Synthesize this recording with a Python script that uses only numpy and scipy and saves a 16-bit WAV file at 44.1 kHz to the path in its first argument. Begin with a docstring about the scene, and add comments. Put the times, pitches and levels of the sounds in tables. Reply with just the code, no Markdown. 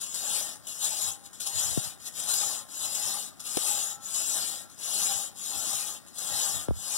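"""In a quiet forest, two people pull a long crosscut saw to and fro through a standing trunk.
The teeth tear fibres with a bright rasp and catch now and then; the kerf drones under them.
The cutting sets the steel blade ringing, with a sharp zing into each turn on the right.
A few dull thumps and soft low bumps land close by.
A short diffuse smear on the right channel widens the stereo sound."""
import sys
import numpy as np
from scipy import signal
from scipy.fft import rfft, irfft, next_fast_len
from scipy.io import wavfile
from scipy.ndimage import map_coordinates

SR = 44100
rng = np.random.default_rng(int(sys.argv[2]) if len(sys.argv) > 2 else 0)


def bounce(signal):
    """Save signal as a 16-bit WAV file at the path given by the first command-line argument."""
    frames = np.transpose(np.atleast_2d(signal))
    limited = np.clip(frames, -1, 1)
    pcm = np.round(limited * 32767).astype(np.int16)
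    wavfile.write(sys.argv[1], SR, pcm)


N = 307377
T = np.arange(N) / SR


def amp(db):
    """Decibels to gain."""
    return 10 ** (np.asarray(db) / 20)


def unit(x):
    """Scale to rms 1."""
    return x / np.sqrt(np.mean(x ** 2) + 1e-20)


def colour(x, points):
    """Filter by a curve of (freq_hz, gain_db) points."""
    size = next_fast_len(N + 4096)
    hz, db = np.transpose(points)
    gain = amp(np.interp(np.log(np.fft.rfftfreq(size, 1 / SR) + 1), np.log(hz), db))
    return irfft(rfft(x, size) * gain, size)[..., :N]


def noise(points):
    """Noise of rms 1, shaped by (freq_hz, gain_db) points."""
    return unit(colour(rng.standard_normal(N), points))


def wander(knots_per_s):
    """Smooth random curve, rms 1."""
    knots = rng.standard_normal(8192)
    return unit(map_coordinates(knots, [T * knots_per_s], order=2, mode="wrap"))


def swell(centre_s, half_width_s):
    """Gaussian envelope, peak 1."""
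    return np.exp(-((T - centre_s) / half_width_s) ** 2)


def resonate(x, hz, width_hz):
    """Unity-gain resonance that follows a pitch curve."""
    carrier = np.exp(2j * np.pi * np.cumsum(hz * np.ones(N)) / SR)
    pole = np.exp(-np.pi * width_hz / SR)
    return 2 * (carrier * signal.lfilter([1 - pole], [1, -pole], x / carrier)).real


def linger(gain, time_s):
    """Envelope of a body that stores energy and releases it over time_s."""
    pole = np.exp(-1 / (time_s * SR))
    return np.sqrt(signal.lfilter([1 - pole], [1, -pole], gain ** 2))


def tail(x, t60_s, shifts_per_s=11):
    """Diffuse decay of unit energy; its paths keep shifting as the blade moves."""
    paths = rng.standard_normal((4, SR)) * amp(-60 * T[:SR] / t60_s)
    shares = np.array([wander(shifts_per_s) for _ in paths])
    shares /= np.linalg.norm(shares, axis=0)
    return sum(signal.fftconvolve(x * share, path / np.linalg.norm(path))[:N]
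               for share, path in zip(shares, paths))


# Forest background spectrum: freq_hz, gain_db
FOREST_SPECTRUM = [(20, -22), (65, 0.5), (250, 3), (600, -13.5), (1500, -10.5), (4000, -34), (10000, -14),
                   (16000, -55)]


def forest(level_db):
    """Steady low hush."""
    return amp(level_db) * noise(FOREST_SPECTRUM)


# Diffuse-to-direct ratio on the right channel: freq_hz, ratio_db
SMEAR_RATIO = [(100, -12.5), (300, 5.5), (700, -58), (1500, 2), (2200, -7), (2900, -5.5), (4400, -40.5),
               (7000, 1.5), (9000, 15), (11000, 6)]


def stereo_smear(x, t60_s=0.06):
    """Trades part of the direct power for a short diffuse smear; on one channel it widens the sound."""
    direct_share = [(hz, -10 * np.log10(1 + amp(db) ** 2)) for hz, db in SMEAR_RATIO]
    return colour(x + colour(tail(x, t60_s), SMEAR_RATIO), direct_share)


# Low bumps: centre_s, level_db, half_width_s
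BUMPS = [(1.06, -49, 0.062), (1.569, -40, 0.03), (1.7, -38.5, 0.05), (1.87, -41, .018), (2.86, -42, 0.0087),
         (3.05, -54, 0.026), (4.4, -56, .08), (5.17, -43, 0.014), (5.57, -45, .023), (5.75, -45, 0.018),
         (6.33, -45, 0.028), (6.57, -39.5, 0.066), (6.782, -42, 0.033)]


def bumps():
    """Short soft swells of low rumble."""
    envelope = sum(amp(db) * swell(centre_s, half_width_s) for centre_s, db, half_width_s in BUMPS)
    return envelope * noise([(25, -13), (70, 19.5), (150, 9.5), (300, -24), (900, -35), (4000, -80)])


# Close thumps: start_s, level_db, first_hz, last_hz, glide_s, length_s, crack_db
THUMPS = [(1.774, -15.5, 801, 120.7, 0.0018, 0.014, -31), (3.5713, -19.5, 257, 640, 0.011, 0.0087, -21.5),
          (6.6843, -19, 980, 85.2, 0.0025, 0.031, -33), (6.7078, -19.5, 884, 65.9, 0.0027, 0.028, -52)]


def thumps(rise_s=0.00073, crack_s=0.0035):
    """Dull knocks: a brief crack and a tone that slides quickly to its last pitch."""
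    out, t = np.zeros(N), T[:SR // 5]
    crack = noise([(50, -16), (200, -5), (600, 12), (1300, -11), (3000, -8), (6000, -25), (12000, -32)])
    for start_s, level_db, first_hz, last_hz, glide_s, length_s, crack_db in THUMPS:
        hz = last_hz + (first_hz - last_hz) * np.exp(-t / glide_s)
        envelope = amp(level_db) * (1 - np.exp(-t / rise_s)) * np.exp(-(t / length_s) ** 2)
        knock = envelope * np.sin(2 * np.pi * np.cumsum(hz) / SR)
        span = slice(round(start_s * SR), round(start_s * SR) + len(t))
        out[span] += knock + amp(crack_db) * np.exp(-t / crack_s) * crack[span]
    return out


# Lone blade notes: centre_s, pitch_hz, level_db, half_width_s
BLADE_NOTES = [(.44, 10440, -69, 0.018), (.55, 9560, -50, 0.038), (1.17, 9680, -50, 0.064),
               (1.2, 800, -57.5, 0.093), (1.49, 800, -45, 0.032), (2.43, 805, -40, 0.021),
               (2.62, 9400, -48, .05), (3.29, 10430, -67, .058), (3.72, 820, -42, .025),
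               (3.951, 1325, -54.5, 0.26), (3.95, 816, -54, 0.11), (5.2, 805, -46, 0.045),
               (5.11, 796, -34, 0.019), (5.56, 795, -43.5, 0.033), (6.93, 3660, -44.5, 0.065)]


def blade_notes(flex=0.00216):
    """Single blade notes sing briefly at listed moments, mid-stroke or near the turns."""
    bent_time_s = np.cumsum(1 + flex * wander(40)) / SR
    return sum(amp(db) * swell(centre_s, half_width_s) * np.sin(2 * np.pi * hz * bent_time_s)
               for centre_s, hz, db, half_width_s in BLADE_NOTES)


def steel_modes(drive, modes, flex, grip_db):
    """Modes waver as the blade flexes; each comes and goes as the kerf grips a new spot."""
    out = np.zeros(N)
    for hz, db, t60_s in modes:
        gripped = drive * amp(grip_db * wander(3.5))
        flexed_hz = hz * (1 + flex * wander(5))
        out += amp(db) * unit(resonate(gripped, flexed_hz, width_hz=2.2 / t60_s))
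    return out


# Blade modes, lowest pair and upper set: pitch_hz, relative_db, t60_s
LOW_MODES = [(794.3, -2.5, 0.24), (841, -4, 0.095)]
HIGH_MODES = [(1055, -16, 0.95), (1221, -11, 0.08), (1352, -12, 0.3), (1730, -24, 0.54), (1870, -14, 0.09),
              (3680, -19, 0.25), (3640, -13, 0.22), (3800, -33, .2), (7800, -19, 0.13), (9000, -3, 0.055),
              (11100, -13, 0.11)]


def blade_ring(tearing, rasp, ring_gain, kerf_gain, diffuse_db=-16, high_db=-52.5):
    """The teeth ring the steel: a lingering low pair, a diffuse shimmer and faint upper modes."""
    low = unit(steel_modes(tearing, LOW_MODES, flex=0.0062, grip_db=2.5))
    diffuse = tail(rasp, t60_s=0.12)
    high = steel_modes(tearing * kerf_gain, HIGH_MODES, flex=0.0036, grip_db=4)
    return linger(ring_gain, time_s=0.061) * low + amp(diffuse_db) * diffuse + amp(high_db) * high


# Zing strength at each right-hand turn: time_s, gain_db
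ZING_GAINS = [(0, 3), (1.26, -1.5), (2.66, 3.5), (4.0, 4.5), (5.33, 1.5), (6.7, -4)]


def blade_zing(rasp, position, low_hz=6950, stretch=0.138, stage_width_hz=520, flicker_db=3):
    """A sharp resonance sinks as the blade runs out to the right and climbs as it returns."""
    hz = low_hz * np.exp(stretch * (1 - position) ** 2)
    gain = amp(np.interp(T, *np.transpose(ZING_GAINS)) + flicker_db * wander(30))
    reach = np.clip(position + 0.79, 0, 1)
    return gain * reach * resonate(resonate(rasp, hz, stage_width_hz), hz, stage_width_hz)


def teeth(speed, teeth_per_s=170, bite_s=0.006, bite=0.062, snaps_per_s=16000, rub=0.91):
    """Teeth bite unevenly and snap tiny fibres; the blade's flanks rub. Rates are for full speed."""
    pace = 0.25 + 0.75 * speed
    tooth_rate = teeth_per_s * pace * np.exp(0.35 * wander(120))
    tooth_count = np.floor(np.cumsum(tooth_rate) / SR)
    bites = np.diff(tooth_count, prepend=0) * np.minimum(rng.exponential(1, N), 3)
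    force = 1 + bite * signal.lfilter([1], [1, -np.exp(-1 / (bite_s * SR))], bites)
    snaps = rng.standard_normal(N) * (rng.random(N) < snaps_per_s * pace / SR) / np.sqrt(pace)
    return unit(force * (unit(snaps) + rub * rng.standard_normal(N)))


def trunk_shake(drone_gain, snag, snag_db=-23, idle_db=-58, uneven_db=-0.6):
    """Envelope of the drone: pull and snags shake the trunk, which sounds on briefly."""
    load = np.hypot(drone_gain, amp(snag_db) * snag)
    return np.hypot(linger(load, time_s=0.031), amp(idle_db)) * amp(uneven_db * wander(11))


# Kerf drone spectrum: freq_hz, gain_db
DRONE_SPECTRUM = [(30, -26), (75, -17), (120, 7), (170, 6), (350, -0.5), (440, -2.5), (560, 8.5),
                  (750, 8.5), (1000, -1), (1700, 1), (2200, -11.5), (4000, 0.5), (9000, -4.5)]


def kerf_drone(speed):
    """Coarse tooth bites sound the wood around the cut."""
    bites = teeth(speed, teeth_per_s=130, bite_s=0.0029, bite=0.64, snaps_per_s=4500, rub=0.57)
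    return unit(colour(bites, DRONE_SPECTRUM))


def wood_grain(x, patch_db=1.5, glint_db=2.5, frame=512, hop=128):
    """Changing wood makes the rasp flicker in broad patches; briefly freed blade modes add glints."""
    spectrum = signal.stft(x, nperseg=frame, noverlap=frame - hop)[2]
    row, col = np.indices(spectrum.shape)

    def islands(width_hz, length_s):
        """Smooth random field over frequency and time, rms 1."""
        grid = [row * SR / frame / width_hz, col * hop / SR / length_s]
        return unit(map_coordinates(rng.standard_normal((256, 512)), grid, order=2, mode="wrap"))

    gain = amp(patch_db * islands(900, 0.025) + glint_db * islands(130, 0.04))
    return unit(signal.istft(spectrum * gain, nperseg=frame, noverlap=frame - hop)[1][:N])


# Tooth rasp spectrum: freq_hz, gain_db
RASP_SPECTRUM = [(1200, -17.5), (2100, -23.5), (3100, -11), (4300, -7), (5300, -8.5), (6200, -4),
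                 (7000, -0.5), (8500, -3), (10500, -3), (12800, -12.5), (15800, -20.5)]


def tooth_rasp(tearing):
    """Bright rasp of tearing fibres."""
    return unit(colour(tearing, RASP_SPECTRUM))


# Teeth catching in the kerf: start_s, level_db, rise_s, decay_s
CATCHES = [(0.0, -30, 0.017, 0.08), (0.142, -29, .001, 0.047), (.668, -33, 0.0023, 0.081),
           (.799, -24, 0.048, 0.072), (1.003, -28, 0.017, 0.033), (1.232, -40.3, .032, 0.012),
           (1.329, -42, .004, 0.069), (1.397, -30, 0.0093, 0.073), (1.457, -26, 0.015, .017),
           (1.814, -29.5, 0.032, 0.027), (1.982, -40.5, 0.06, .05), (2.048, -30.5, 0.026, 0.015),
           (2.146, -30.5, 0.057, .01), (2.271, -24, 0.024, 0.066), (2.335, -23.5, 0.0049, 0.0055),
           (2.411, -27, .002, 0.0056), (2.786, -29, 0.07, .013), (2.945, -25.5, 0.0066, 0.016),
           (3.392, -34.5, 0.013, 0.02), (3.437, -31.5, 0.033, 0.014), (3.57, -17.5, .001, 0.0029),
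           (4.133, -27, .012, .093), (4.694, -49, .004, .12), (5.547, -29, 0.0029, .027),
           (6.055, -46.5, .028, .033), (6.175, -31, .017, .005)]


def catches():
    """Extra force of snagged teeth: linear rise, exponential fall."""
    force = np.zeros(N)
    for start_s, level_db, rise_s, decay_s in CATCHES:
        age_s = np.maximum(T - start_s, 0)
        fall = np.exp(-np.maximum(age_s - rise_s, 0) / decay_s)
        force += amp(level_db) * np.minimum(age_s / rise_s, 1) * fall
    return force


# Strokes, leftward first, then alternating:
# start_s, hardest_s, stop_s, rasp_db, rasp_slack_db, drone_db, ring_db
STROKES = [(0.06, 0.37, 0.585, -24.8, 14, -44, -54), (0.618, 1.089, 1.187, -27, 15.5, -47.5, -52.5),
           (1.447, 1.598, 1.96, -24.3, 13.5, -44, -53), (2.113, 2.436, 2.65, -25.5, 8.5, -43, -47),
           (2.67, 3.098, 3.325, -26.5, 9, -45, -50.5), (3.416, 3.707, 3.976, -23.3, 10, -46, -46.5),
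           (3.996, 4.364, 4.667, -25.5, 10, -45, -54.5), (4.766, 5.04, 5.31, -23.5, 9, -42, -47),
           (5.341, 5.735, 6.003, -27.5, 5.5, -45, -53), (6.128, 6.419, 6.68, -24, 10, -40.5, -49),
           (6.726, 6.968, 7.33, -27, 11, -45.5, -45)]


def swing():
    """Pendulum motion with rests between strokes: position (-1 left, +1 right) and speed (0 to 1)."""
    strokes_done = sum(np.clip((T - start) / (stop - start), 0, 1) for start, _, stop, *_ in STROKES)
    return np.cos(np.pi * strokes_done), abs(np.sin(np.pi * strokes_done))


def effort(speed, full_bite_speed=0.38, drone_slack_db=5, drone_exponent=0.46, ring_exponent=2.9):
    """Rasp, drone and low-ring gains follow speed; rasp and drone also swell to the hardest pull."""
    rasp, drone, ring = np.zeros((3, N))
    for start_s, hardest_s, stop_s, rasp_db, rasp_slack_db, drone_db, ring_db in STROKES:
        moving = speed * ((T >= start_s) & (T < stop_s))
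        slack = np.interp(T, [start_s, hardest_s, stop_s], [1, 0, 1])
        rasp += amp(rasp_db - rasp_slack_db * slack) * np.tanh(moving / full_bite_speed)
        drone += amp(drone_db - drone_slack_db * slack) * moving ** drone_exponent
        ring += amp(ring_db) * moving ** ring_exponent
    return rasp, drone, ring


def saw(rasp_trim_db=-0.51, drone_trim_db=1, growth_rings_db=0.05, idle_rub_db=-57):
    """Strokes and snags drive the rasping teeth, the droning kerf and the ringing blade."""
    position, speed = swing()
    rasp_gain, drone_gain, ring_gain = effort(speed)
    snag = catches()
    pull = rasp_gain * amp(rasp_trim_db + growth_rings_db * wander(22))
    cut_gain = np.hypot(np.hypot(pull, snag), amp(idle_rub_db))  # still rubs while turning round
    kerf_gain = trunk_shake(amp(drone_trim_db) * drone_gain, snag)
    tearing = wood_grain(teeth(speed))
    rasp = cut_gain * tooth_rasp(tearing)
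    drone = kerf_gain * kerf_drone(speed)
    zing = blade_zing(cut_gain * tooth_rasp(teeth(speed)), position)
    ring = blade_ring(tearing, rasp, ring_gain, kerf_gain)
    return rasp + drone + zing + ring + blade_notes()


def scene(reverb_db=-17, reverb_t60_s=0.14):
    """Saw, thumps and forest at two ports, left and right; each gets its own short reverb of the saw."""
    sawing = saw()
    sawing_right = stereo_smear(sawing)
    shared = thumps() + bumps() + forest(level_db=-56)
    ports = []
    for heard in (sawing, sawing_right):
        air = forest(level_db=-65)
        reverb = amp(reverb_db) * tail(sawing, reverb_t60_s)
        ports.append(heard + shared + reverb + air)
    return np.array(ports)


# Right microphone port, relative to the left: freq_hz, gain_db
RIGHT_RESPONSE = [(70, 1.5), (170, -5), (300, -4), (750, -4.5), (1050, -0.5), (2200, 3.5), (4300, -3),
                  (5500, -3), (7000, -6.5), (8500, -17.5), (10000, -27.5), (15000, -29)]


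def record(dry, delay_samples=20, cutoff_hz=15850):
    """The right port hears later, duller and inverted; both channels are low-passed."""
    delayed = np.pad(dry[1], (delay_samples, 0))[:N]
    right = -colour(delayed, RIGHT_RESPONSE)
    lowpass = signal.firwin(511, cutoff_hz, window=("kaiser", 9), fs=SR)
    return signal.oaconvolve(np.array([dry[0], right]), lowpass[None], "same", axes=1)


dry = scene()
out = record(dry)
bounce(out)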